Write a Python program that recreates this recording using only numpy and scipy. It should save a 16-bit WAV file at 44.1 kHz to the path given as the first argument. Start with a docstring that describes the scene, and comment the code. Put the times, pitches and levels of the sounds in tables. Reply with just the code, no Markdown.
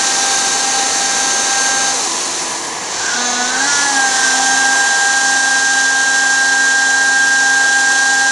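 """A pump whines over hissing jets and a diesel: a water truck spraying a yard, a few metres ahead.
The whine is the pump's pressure pulses, their overtones ringing in the pipework. The spray shuts off
for a second: the whine drops out and a low moan runs down. Then the pump takes up load again,
overshoots and settles, while the microphone swings round to face the truck and the tone colour shifts."""
import sys
import numpy as np
from scipy import signal
from scipy.fft import rfft, irfft, next_fast_len
from scipy.io import wavfile

SR = 44100
rng = np.random.default_rng(int(sys.argv[2]) if len(sys.argv) > 2 else 0)


def transcribe(signal):
    """Save signal, clipped to [-1, 1], as a 16-bit WAV file at the path in sys.argv[1]."""
    frames = np.atleast_2d(signal).T
    limited = np.clip(frames, -1, 1)
    pcm = np.round(limited * 32767).astype(np.int16)
    wavfile.write(sys.argv[1], SR, pcm)


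N = 366471
T = np.arange(N) / SR
SHUT_S, OPEN_S = 1.91, 2.97  # the spray valve
PULSES_PER_TURN = 10  # of the pump shaft

# the pump sags, overshoots and settles: (time [s], offset from the governed pulse rate [Hz])
RATE_OFFSET = [(2.45, 0), (3.1, -29), (3.18, -21.7), (3.42, -20), (3.55, -10), (3.68, 18.5), (3.74, 20),
               (3.87, 15.5), (4.01, 1.5), (4.14, -3.3), (4.33, -3.3), (4.6, 0)]
# how squarely the microphone faces the rear of the truck: (time [s], share [0-1])
FACING_TRUCK = [(2.9, 0.01), (3.6, 0.45), (4.3, 0.84), (5.1, 0.74)]
# pipe resonances and one hollow: (frequency [Hz], width [Hz], lift [dB])
PIPE_RESONANCES = [(490, 20, 8), (985, 30, 4), (1145, 50, 6), (1424, 36, 16), (3440, 300, -10),
                   (3925, 40, 3), (4002, 16, 3), (4410, 60, 6), (5255, 24, 8), (5708, 40, 17),
                   (5778, 20, 14), (6362, 46, 14), (6850, 40, 8)]
# colour of water churning in the pump casing: (frequency [Hz], level [dB])
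CASING_COLOUR = [(500, -30.5), (660, -2.5), (760, 2.5), (880, 1.5), (1020, 3.5), (1180, -2), (1350, -23),
                 (1650, -0.5), (1900, -6), (2400, -18)]


def pump(hz, phase, whine_rough=0.11, under_rough=0.37, fray_per_hz=.026, shaft_swing=.4, rasp_db=-33.5):
    """Pressure pulses make hum, undertone and whine; the shaft sways them and turbulence frays them."""
    # unevenness of the shaft: (rate [cycles per turn], depth [share])
    shaft_wobble = [(1, 0.03), (2, 0.015), (3, 0.0081)]
    turn = phase / PULSES_PER_TURN
    wobble = sum(depth * np.exp(1j * round(k) * turn) for k, depth in shaft_wobble)
    sway = 1 + wobble.real + 1j * shaft_swing * wobble.imag
    # a rattle one shaft order above the whine beats against it
    rasp = amp(rasp_db) * unit(np.exp(1j * turn) + fuzz(30))
    whine_db = fader(away_db=-30.5, facing_db=-18.6) + tone_swell(hz, order=6)
    whine = tone(6 * phase, amp(whine_db) * (sway + whine_rough * fuzz(35)) + rasp)
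    # the undertone frays more off the governed rate, and dies away slowly
    fray = under_rough + fray_per_hz * abs(curve(RATE_OFFSET))
    under_db = fader(-25.5, -27, strain_db=6.5) + tone_swell(hz, order=3) + unloading(fall_s=0.27)
    undertone = amp(under_db) * tone(3 * phase, (sway + fray * fuzz(28)) / np.hypot(1, fray))
    # the hum hangs on while the pump coasts
    hum_db = fader(-41, -37, strain_db=4.5) + tone_swell(hz, order=1) + unloading(late_s=0.54)
    hum = amp(hum_db) * tone(phase, sway)
    return hum + undertone + amp(unloading()) * (whine + overtones(hz, phase, sway))


def tone_swell(hz, order):
    """Lift in dB of one strong pump tone: it blooms on each resonance and now and then wavers."""
    # resonances of the pump body: (frequency [Hz], width [Hz], lift [dB])
    body_resonances = [(244.4, 15, 8), (1612.4, 49.6, 8)]
    # passing swells and dips: (time [s], half width [s], order [x pulse rate], lift [dB])
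    wavers = [(.75, 0.096, 3, 5), (.85, .22, 6, -6.5), (1.7, .18, 6, 4.5), (3.06, 0.035, 6, -14),
              (3.3, .06, 6, -10), (3.54, 0.056, 3, -7), (3.63, 0.068, 1, 6.5), (3.68, 0.037, 3, -2.5),
              (3.74, .04, 1, -5), (3.82, .06, 3, -6), (3.85, 0.043, 6, 4), (3.93, 0.018, 6, -7),
              (3.97, 0.038, 1, 7.5), (4.13, 0.04, 6, -8), (4.15, 0.11, 1, -8), (4.26, 0.057, 3, -10.5),
              (4.41, 0.034, 6, -5.5), (4.97, 0.15, 1, -14), (7.1, 0.93, 6, 2), (8.05, 0.48, 3, 3)]
    waver_db = sum(db * bell(s, width) for s, width, k, db in wavers if round(k) == order)
    return resonance_db(order * hz, PIPE_RESONANCES + body_resonances) + waver_db


def overtones(hz, phase, sway, rough=0.24, rough_per_order=0.016, harden_db_per_hz=.17):
    """Pump overtones, each rougher than the last, flare and ring clean as they cross a pipe resonance."""
    # overtone balance: (order [x pulse rate], level turned away [dB], level facing the truck [dB])
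    partials = [(2, -42.5, -49), (4, -36, -41.5), (5, -33, -37), (7, -32.5, -29.5), (8, -40.5, -47),
                (9, -42.5, -49), (10, -44.5, -42.5), (11, -39.5, -48), (12, -52, -32.5), (13, -44, -53),
                (14, -29.5, -40.5), (15, -34.5, -33), (16, -32.5, -39.5), (17, -32, -48), (18, -35, -58),
                (19, -53.5, -42), (20, -40, -36), (21, -46, -31.5), (22, -31.5, -46), (23, -47, -45),
                (24, -33, -36.5), (25, -43, -34.5), (26, -38.5, -34.5), (27, -41, -31.5), (28, -40, -32),
                (29, -48, -34), (30, -45, -45.5), (31, -50, -45), (32, -56, -36)]
    block = 32  # samples per envelope step
    facing, turbulence = curve(FACING_TRUCK)[::block], fuzz(20)[::block]
    hz, sway, stack = hz[::block], sway[::block], np.zeros(N)
    for k, away_db, facing_db in partials:
        k = round(k)
        fray = rough + rough_per_order * k
        level = amp(away_db + (facing_db - away_db) * facing) / np.hypot(1, fray)
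        ring = amp(resonance_db(k * hz, PIPE_RESONANCES)) * sway
        grit = fray * np.roll(turbulence, rng.integers(len(turbulence)))
        envelope = np.repeat(level * (ring + grit), block)[:N]
        stack += tone(k * phase + 2 * np.pi * rng.random(), envelope)
    return amp(fader(-2.5, -1.5, strain_db=1.5) + harden_db_per_hz * sag()) * stack


def jets(phase, throb=.055, shaft_throb=0.033, flutter_db=0.49, hiss_db=-0.81, weaken_db_per_hz=.09):
    """Hiss and mist from the spray heads, throbbing with the pump while it is under load."""
    # jet level, following the water pressure: (time [s], level [dB])
    jet_level = [(0.0, -16), (1.02, -17.5), (1.9, -17.5), (1.94, -18), (2.45, -21), (2.8, -26), (3.03, -19),
                 (3.63, -19.5), (3.73, -15.5), (4.03, -20), (4.16, -17), (4.74, -19), (5.18, -18.5),
                 (7.22, -20.5), (8.24, -19), (8.31, -20)]
    # hiss colour: (frequency [Hz], level turned away [dB], level facing the truck [dB])
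    hiss_colour = [(298, -24, -24), (1270, -4.5, -9), (1860, -17.5, -12.5), (2350, -7, -13), (3190, -6, -3),
                   (3460, -7, -3), (4060, -1.5, -5), (5070, -4.5, -1.5), (5360, -1, -2), (6280, 2.5, 2.5),
                   (7320, -1, -3.5), (8180, -9.5, -6.5), (9030, -36, -11), (11300, -32, -33.5)]
    # sizzle of the finest mist: (frequency [Hz], level [dB])
    mist_colour = [(6000, -25), (7600, 1.5), (8400, 3.5), (9200, 3.5), (10400, 1), (12000, 1)]
    load = amp(unloading())
    pulse = throb * np.cos(phase) + shaft_throb * np.cos(phase / PULSES_PER_TURN)
    flow_db = curve(jet_level) - weaken_db_per_hz * sag() * load + flutter_db * wander(28)
    facing = curve(FACING_TRUCK)
    hiss = np.sqrt(1 - facing) * noise(hiss_colour) + np.sqrt(facing) * noise(hiss_colour, column=2)
    # the mist dies once the line has drained, and builds slowly after the valve opens
    drained_db = -20.5 * (ramp(start_s=2.68, length_s=.3) - ramp(OPEN_S, length_s=1.0))
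    mist = amp(fader(-7, -12, strain_db=1.5) + drained_db) * noise(mist_colour)
    return amp(flow_db) * (1 + load * pulse) * (amp(hiss_db) * hiss + mist)


def diesel(crank_hz=30.87, rough=0.27, lumpy_db=0.54, easing=0.081, labour_db_per_hz=.22):
    """Steady engine drone; the rumble labours as the pump overshoots, and the roar eases off load."""
    # engine tones: (order [x crank rate], level [dB])
    crank_orders = [(1, -76), (3, -61.5), (5, -61), (6, -57.5), (8, -58.5), (12, -46.5), (15, -44),
                    (18, -54.5), (34, -57)]
    # exhaust rumble: (frequency [Hz], level [dB])
    rumble_colour = [(20, -45), (40, -14), (60, -25.5), (90, -7), (125, -9), (165, -3), (230, -8),
                     (400, -21)]
    # engine roar: (frequency [Hz], level [dB])
    roar_colour = [(100, -19), (160, -12), (210, 0), (310, 2.5), (430, 4), (600, 2.5), (900, -8),
                   (2000, 1.5), (4000, -16)]
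    crank = angle(crank_hz * (1 + 0.0011 * wander(1.53)))
    drone = sum(amp(db) * tone(round(k) * crank, 1 + rough * fuzz(2.7)) for k, db in crank_orders)
    labour_db = labour_db_per_hz * np.maximum(curve(RATE_OFFSET), 0)
    # the tank masks rumble and roar from behind
    rumble = amp(fader(-39.5, -49, strain_db=5) + labour_db) * noise(rumble_colour)
    roar_db = fader(-27.5, -35.5, strain_db=4) + easing * unloading() + lumpy_db * wander(14)
    return drone + rumble + amp(roar_db) * noise(roar_colour)


def churn(lumpy_db=0.54):
    """Water churning in the pump: a lumpy midrange wash."""
    return amp(fader(-26.5, -28.5, strain_db=5.5) + lumpy_db * wander(7.9)) * noise(CASING_COLOUR)


def moan(rough=0.45, casing_lift_db=10):
    """A moan runs down as the pressure falls away; the pump casing lifts what lands in its band."""
    # glide of the moan: (time [s], pitch [Hz], level [dB])
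    glide = [(1.9, 526, -50), (1.94, 510, -29), (2.03, 424, -29), (2.1, 332, -31), (2.25, 335, -42),
             (2.4, 331, -35.5), (2.6, 326, -35.5), (2.8, 322, -42), (2.95, 320, -60)]
    # its harmonics: (order [x pitch], level [dB])
    harmonics = [(1, -2.5), (2, -15), (3, -13)]
    pitch = curve(glide)
    phase, voice = angle(pitch), np.zeros(N)
    for k, db in harmonics:
        k = round(k)
        casing_db = np.maximum(at_hz(CASING_COLOUR, k * pitch) + casing_lift_db, 0)
        voice += amp(db + casing_db) * tone(k * phase, unit(1 + rough * fuzz(22)))
    gate = (T > glide[0][0]) * (T < glide[-1][0])
    return voice * amp(curve(glide, column=2)) * gate


def pipe_surges(ring_hz=1565, width_hz=70):
    """The returning flow sets the pipework ringing roughly."""
    # surges of flow: (time [s], half width [s], level [dB])
    surges = [(3.08, 0.1, -22), (3.59, 0.067, -18.5), (4.25, 0.25, -28)]
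    envelope = sum(amp(db) * bell(s, width) for s, width, db in surges)
    return envelope * tone(2 * np.pi * ring_hz * T, fuzz(width_hz))


def stereo_image(mid, diffuse_samples=1500, swing=.22, swing_hz=8000, centred_facing=.6):
    """Stereo image: nearly mono in the bass and mids, wide and diffuse in the treble."""
    # width by band: (frequency [Hz], side minus mid [dB], side phase [rad], likeness to mid [0-1])
    image = [(100, -33.5, 2.6, .3), (900, -56, 2.6, .3), (1500, -22.5, 2.3, 1), (1750, -33, 2.3, 1),
             (2600, -62, 2.6, .2), (3800, -22.5, 2.3, .5), (6200, -16.5, 2.6, .75), (7500, -9, 2.9, .72),
             (8200, -1, 2.1, 1), (9880, 5, 0.35, .45), (10300, 0, .2, .6)]
    size = next_fast_len(N + diffuse_samples, True)
    hz = np.fft.rfftfreq(size, 1 / SR)
    likeness = at_hz(image, hz, column=3)
    coherent = likeness * np.exp(1j * at_hz(image, hz, column=2))
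    diffuse = np.sqrt(1 - likeness ** 2) * unit(rfft(rng.standard_normal(diffuse_samples), size))
    spectrum = rfft(mid, size)
    side = irfft(spectrum * amp(at_hz(image, hz)) * (coherent + diffuse), size)[:N]
    # the top end pans from left to right as the microphone turns
    treble = irfft(spectrum * np.minimum(hz / swing_hz, 1) ** 2, size)[:N]
    side += swing * (centred_facing - curve(FACING_TRUCK)) * treble
    return np.array([mid + side, mid - side])


def fader(away_db, facing_db, strain_db=0):
    """Layer level in dB: it follows the microphone's aim and rises as the pump strains to build pressure."""
    strain = bell(centre_s=4.37, half_width_s=0.87)
    return away_db + (facing_db - away_db) * curve(FACING_TRUCK) + strain_db * strain


def unloading(late_s=0, fall_s=.06, rise_s=.22, depth_db=-27):
    """Duck in dB of the pump tones while the valve is shut."""
    return depth_db * (ramp(SHUT_S + late_s, fall_s) - ramp(OPEN_S, rise_s))


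def sag():
    """How far the pulse rate is below the governed rate, in Hz."""
    return np.maximum(-curve(RATE_OFFSET), 0)


def resonance_db(hz, resonances):
    """Summed lift of the resonances at a frequency."""
    return sum(lift / (1 + (2 * (hz - centre) / width) ** 2) for centre, width, lift in resonances)


def amp(db):
    """Decibels to gain."""
    return 10 ** (db / 20)


def unit(x):
    """Scales to rms 1."""
    return x / np.sqrt(np.mean(abs(x) ** 2) + 1e-20)


def curve(rows, column=1):
    """One column of a time table at every sample."""
    rows = np.asarray(rows, float)
    return np.interp(T, rows[:, 0], rows[:, column])


def at_hz(rows, hz, column=1):
    """One column of a frequency table, on a log axis."""
    rows = np.asarray(rows, float)
    return np.interp(np.log(hz + 1), np.log(rows[:, 0] + 1), rows[:, column])


def ramp(start_s, length_s):
    """Linear fade from 0 to 1."""
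    return np.clip((T - start_s) / length_s, 0, 1)


def bell(centre_s, half_width_s):
    """A smooth swell of height 1."""
    return np.exp(-np.minimum(((T - centre_s) / half_width_s) ** 2, 30))


def wander(rate_hz, size=8192):
    """Random drift of rms 1, mostly slower than the rate."""
    hz = np.fft.rfftfreq(size, N / SR / size)
    slow = irfft(rfft(rng.standard_normal(size)) / (1 + (hz / rate_hz) ** 2))
    return np.interp(T, np.linspace(0, T[-1], size), unit(slow - slow.mean()))


def fuzz(width_hz):
    """Narrow complex noise around 0 Hz, for roughening a tone."""
    return unit(wander(width_hz) + 1j * wander(width_hz))


def noise(colour, column=1):
    """Noise of rms 1, shaped by a colour table."""
    size = next_fast_len(N, True)
    gain = amp(at_hz(colour, np.fft.rfftfreq(size, 1 / SR), column))
    return unit(irfft(rfft(rng.standard_normal(size)) * gain, size)[:N])


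def angle(hz):
    """Running phase of a rate curve, from a random start."""
    return 2 * np.pi * (np.cumsum(hz) / SR + rng.random())


def tone(phase, envelope):
    """A sine of rms 1 under a complex envelope that sways its level and phase."""
    return np.sqrt(2) * (envelope.real * np.cos(phase) - envelope.imag * np.sin(phase))


def scene(start_hz=263.3, creep_hz=1.32):
    """The whole truck in stereo; the governed pulse rate creeps up ever more slowly."""
    pulse_hz = start_hz + creep_hz * np.sqrt(T) + curve(RATE_OFFSET)
    phase = angle(pulse_hz * (1 + 0.00045 * wander(8.6)))
    return stereo_image(pump(pulse_hz, phase) + jets(phase) + diesel() + churn() + moan() + pipe_surges())


def record(dry, ceiling=.88, cutoff_hz=10380):
    """Clips the rare highest peaks, then cuts the top end steeply."""
    lowpass = signal.firwin(1023, cutoff_hz, window=("kaiser", 9), fs=SR)
    return signal.oaconvolve(np.clip(dry, -ceiling, ceiling), lowpass[None], "same")


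dry = scene()
out = record(dry)
transcribe(out)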